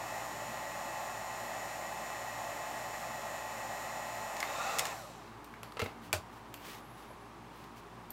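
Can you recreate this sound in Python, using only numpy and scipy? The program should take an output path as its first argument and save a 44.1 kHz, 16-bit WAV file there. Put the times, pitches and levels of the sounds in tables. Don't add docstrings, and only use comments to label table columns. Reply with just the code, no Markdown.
import sys
import numpy as np
from scipy import signal
from scipy.fft import rfft, irfft, next_fast_len
from scipy.io import wavfile
from scipy.ndimage import map_coordinates

SR = 44100
rng = np.random.default_rng(int(sys.argv[2]) if len(sys.argv) > 2 else 0)


def wrap_up_sound(samples):
    columns = np.atleast_2d(samples).T
    tamed = np.clip(columns, -1, 1)
    steps = np.round(tamed * 32767).astype(np.int16)
    wavfile.write(sys.argv[1], SR, steps)


N = 358088
TURNS_HZ = 57.97

# f/Hz, level/dB
AIR_SPECTRUM = [(200, -25), (460, -21.5), (560, -5), (820, -2.5), (930, -11.5), (1200, -9.5), (1500, -19.5),
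                (3400, -26), (6000, -28.5), (9800, -33), (13500, -37.5), (15600, -34)]


def amp(db):
    return 10 ** (np.asarray(db) / 20)


def unit(x):
    return x / np.sqrt(np.mean(x ** 2) + 1e-20)


def wobble(rate):
    knots = rng.standard_normal(int(N * rate / SR) + 4)
    return map_coordinates(knots, [np.arange(N) * rate / SR])


def phase(hz):
    return 2 * np.pi * (np.cumsum(hz) / SR + rng.random())


def colour(x, spectrum, modes=(), tilt=0):
    m = 2 * next_fast_len(len(x) // 2 + SR // 10)
    hz = np.fft.rfftfreq(m, 1 / SR) + 1
    f, level = np.transpose(spectrum)
    db = np.interp(np.log(hz), np.log(f), level) + tilt * np.log2(np.maximum(hz, f[0]))
    for centre, width, lift in modes:
        db = db + lift * np.exp(-.5 * ((hz - centre) / width) ** 2)
    gain = unit(amp(db) * hz / np.hypot(hz, f[0] / 2))
    cepstrum = irfft(np.log(gain))[:m // 2]
    cepstrum[1:] *= 2
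    return irfft(rfft(x, m) * np.exp(rfft(cepstrum, m)))[:len(x)]


def split(x, hz, side):
    return signal.sosfilt(signal.butter(3, hz, side, fs=SR, output='sos'), x)


def rush(spectrum, modes=()):
    return unit(colour(rng.standard_normal(N), spectrum, modes))


def heat_gun(off_s=4.868, coast_s=.16, stop_s=.9, pass_s=4.71, pass_width_s=.175):
    t = np.arange(N) / SR
    coasted = np.maximum(t - off_s, 0)
    friction = np.maximum(1 - (coasted / stop_s) ** 2, 1e-3)
    speed = friction / np.hypot(1, coasted / coast_s)
    airflow = speed ** 5
    near = np.exp(-.5 * ((t - pass_s) / pass_width_s) ** 2)
    angle = phase(TURNS_HZ * speed * (1 + .0005 * wobble(3) + .0012 * wobble(40)))
    return fan_air(speed, airflow, angle) + motor_whine(speed, angle, near) + nozzle_jet(airflow, near)


def fan_air(speed, airflow, angle, rasp_share=.52, crossover_hz=2800):
    # f/Hz, width/Hz, lift/dB
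    housing_modes = [(1756, 82, 3), (1912, 215, 8.5), (2517, 146, 6), (2980, 81, 3), (4020, 210, 5),
                     (5830, 450, 3.5), (6700, 98, -7.5), (6966, 380, 6), (7630, 92, 9.5), (8170, 190, 7),
                     (8000, 270, -1), (9230, 140, 3), (11730, 210, 4), (12080, 880, 6.5)]
    flow = rng.standard_normal(N)
    hiss = np.sqrt(1 - rasp_share) * flow + np.sqrt(rasp_share) * rotor_rasp(angle / (2 * np.pi))
    hiss *= 1 + .08 * np.cos(3 * angle)
    body = airflow * split(flow, crossover_hz, 'low')
    treble = speed ** 1.55 * split(hiss, crossover_hz, 'high')
    return amp(-42.5 + .3 * wobble(9)) * colour(body + treble, AIR_SPECTRUM, housing_modes)


def rotor_rasp(turns):
    track = rng.standard_normal(round(SR / TURNS_HZ))
    return unit(map_coordinates(track, [turns % 1 * len(track)], mode='grid-wrap'))


def motor_whine(speed, angle, near, judder_rad=.75, flutter_db=2.2):
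    # multiple of the turning rate, relative level/dB
    orders = [(15, -50.5), (18, -55), (24, -63), (33, -53.5), (36, -62), (45, -60.5), (51, -70), (60, -71),
              (84, -89), (91, -70.5), (118, -62), (121, -61.5), (124, -91), (202, -79)]
    air_hz, air_db = np.transpose(AIR_SPECTRUM)
    housing_db = lambda hz: np.interp(np.log(hz), np.log(air_hz), air_db)
    whine = 0
    for order, db in orders:
        loss = (1 - speed) * (order - orders[0][0])
        slide = housing_db(order * TURNS_HZ * speed) - housing_db(order * TURNS_HZ)
        gain = amp(db + flutter_db * wobble(45) + slide - loss)
        whine += gain * np.sin(order * angle + judder_rad * wobble(55))
    return np.sqrt(2) * amp(-1 - .5 * near) * speed ** 1.4 * whine


def workshop(hum_hz=56.3, hum_db=-65, room_db=-51):
    # f/Hz, width/Hz, lift/dB
    room_tone = [(20, -14), (45, -24.5), (80, -12), (130, -6), (450, -6.5), (680, -5), (780, -0.5),
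                 (1150, -1), (1350, -7.5), (2500, -15), (4300, -22.5), (9000, -29.5), (15600, -35)]
    room_modes = [(115.6, 10.6, 15.5), (154.2, 1.2, 17), (177.6, 3.2, 13.4), (229.4, 12.4, 11.8),
                  (294.6, 5.8, 11.5), (347, 21, 7.4), (410.2, 11.7, 8.4)]
    hum = np.sqrt(2) * amp(hum_db + .4 * wobble(5)) * np.sin(phase(np.full(N, hum_hz)))
    return hum + amp(room_db + .12 * wobble(12)) * rush(room_tone, room_modes)


def nozzle_jet(airflow, near, jet_db=-38, echo_far_ms=2.2, echo_near_ms=1.48):
    # f/Hz, width/Hz, lift/dB
    jet_spectrum = [(300, -9.5), (520, -3.5), (800, -0.5), (1400, 1.5), (1650, -13.5), (2700, -5.5),
                    (3200, -21), (4000, -13.5), (7500, -15.5), (9000, -27), (12500, -29), (15600, -28)]
    nozzle_modes = [(790, 8.3, 14), (1360, 72, 1), (2580, 68, 2), (3660, 180, 10.5), (4900, 200, -4),
                    (7600, 330, 2.5)]
    echo_ms = echo_far_ms + (echo_near_ms - echo_far_ms) * near
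    jet = swinging_echo(rush(jet_spectrum, nozzle_modes), echo_ms)
    jet = unit(swinging_echo(jet, 2.7 * echo_ms))
    return amp(jet_db) * near * airflow * jet


def swinging_echo(x, delay_ms):
    at = np.arange(N) - delay_ms * SR / 1000
    return x + .42 * map_coordinates(x, [at], order=3)


def strikes(rows, spectrum, modes, crack_t60, ring_db, ring_t60):
    out, t = np.zeros(N + SR), np.arange(SR // 2) / SR
    fade = amp(-60 * t / crack_t60) + amp(ring_db - 60 * t / ring_t60)
    for s, db, tilt in rows:
        hit = colour(fade * rng.standard_normal(len(t)), spectrum, modes, tilt)
        out[round(s * SR):][:len(t)] += amp(db) * hit
    return out[:N]


def switch_clicks():
    # t/s, level/dB, tilt/(dB/octave)
    clicks = [(4.367, -40, -1), (4.403, -31.5, 0.5), (4.786, -26.5, 2), (4.793, -21, 1), (4.854, -31, 0.5),
              (4.868, -39, 2)]
    # f/Hz, width/Hz, lift/dB
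    plastic = [(200, -25), (900, -17), (1900, 2.5), (4500, -1), (7000, 1), (9500, -6), (15600, -12)]
    plastic_modes = [(2160, 54, 7.9), (3300, 170, 2.5), (5240, 120, 3.8)]
    return strikes(clicks, plastic, plastic_modes, crack_t60=.018, ring_db=-15.5, ring_t60=.16)


def steel_ticks():
    # t/s, level/dB, tilt/(dB/octave), ring f/Hz
    ticks = [(4.428, -25.5, -3.5, 2150), (5.278, -57, -2, 3820), (5.444, -48.5, 1, 8700),
             (5.539, -41.5, -6, 2060), (5.632, -37, -4, 11100), (5.722, -47, -3, 9100),
             (6.541, -37, 1, 2740), (7.641, -46, -4.5, 10700), (7.78, -59, -2, 10900),
             (8.105, -36, 4.5, 13200)]
    # f/Hz, width/Hz, lift/dB
    steel = [(400, -5), (1200, 14), (2500, 11.5), (6000, 7), (10000, 2), (15600, -1)]
    steel_modes = [(4560, 230, 5.4), (7400, 260, 4.8), (13000, 1300, 11.4)]
    return sum(strikes([(s, db, tilt)], steel, steel_modes + [(hz, 300, 12)],
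                       crack_t60=.011, ring_db=-15.5, ring_t60=.34) for s, db, tilt, hz in ticks)


def laying_down():
    # t/s, level/dB, tilt/(dB/octave)
    case_hits = [(5.77, -37.5, 1), (5.794, -32.5, 4), (5.801, -33.5, 3), (5.817, -30, 2.5),
                 (5.824, -29, -4), (5.841, -45, 11), (5.86, -36, 1)]
    bench_hits = [(6.129, -21.5, 5.2), (6.136, -21.5, -2.2), (7.105, -46, -2)]
    # f/Hz, level/dB
    case = [(40, -16), (90, -6), (300, 5), (700, 8), (1000, 2.5), (2700, -4.5), (4500, -11.5), (9000, -25),
            (15600, -32)]
    bench = [(40, -22), (85, 6.5), (170, -9), (330, 4), (480, 9), (700, 5.5), (1050, 4), (2700, -2),
             (7500, -14.5), (15600, -27)]
    # f/Hz, width/Hz, lift/dB
    case_modes = [(451, 45, 9), (1320, 68, 8), (2120, 140, 7.1), (2700, 190, 5.6), (3900, 90, 3.6)]
    bench_modes = [(342, 32, 5), (610, 65, 10.4), (780, 39, 4.8), (1495, 61, 4.3), (2460, 100, 3.4),
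                   (4650, 150, 5), (7400, 250, 4.8)]
    boom = [(93, 17, 12), (230, 27, 7.9)]
    clatter = strikes(case_hits, case, case_modes + boom, crack_t60=.028, ring_db=-12, ring_t60=.29)
    knock = strikes(bench_hits, bench, bench_modes + boom, crack_t60=.011, ring_db=-10.5, ring_t60=.17)
    return clatter + knock


def tissue():
    # start t/s, length/s, level/dB
    wipes = [(6.01, 0.091, -57), (6.3, 0.12, -63), (6.59, 0.23, -49), (6.92, 0.19, -61), (7.5, 0.18, -61.5),
             (7.755, 0.058, -57.5)]
    squeaks = [(6.77, 0.29, -67), (7.07, 0.088, -67), (7.15, .15, -78)]
    # t/s, f/Hz
    squeak_pitch = [(6.78, 10300), (6.86, 11400), (7.0, 10650), (7.12, 10600), (7.3, 10100)]
    # f/Hz, level/dB
    paper = [(500, -4.5), (1200, -6), (2600, -6.5), (5500, -13), (9000, -18), (15600, -17)]
    rustle = strokes(wipes) * amp(1.1 * wobble(160) + 1.8 * wobble(1500)) * rush(paper)
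    hz = np.interp(np.arange(N) / SR, *np.transpose(squeak_pitch))
    strand = lambda f: amp(2.8 * wobble(60)) * np.sin(phase(f + 110 * wobble(30) + 170 * wobble(900)))
    return rustle + strokes(squeaks) * (strand(hz) + .55 * strand(1.08 * hz))


def strokes(rows):
    t = np.arange(N) / SR
    return sum(amp(db) * np.sin(np.pi * np.clip((t - s) / length, 0, 1)) for s, length, db in rows)


def scene():
    mono = heat_gun() + workshop() + switch_clicks() + steel_ticks() + laying_down() + tissue()
    return np.array([mono, mono])


def record(dry, top_hz=15850):
    m = next_fast_len(N + SR // 2)
    hz = np.fft.rfftfreq(m, 1 / SR)
    return irfft(rfft(dry, m) / (1 + (hz / top_hz) ** 160), m)[:, :N]


dry = scene()
out = record(dry)
wrap_up_sound(out)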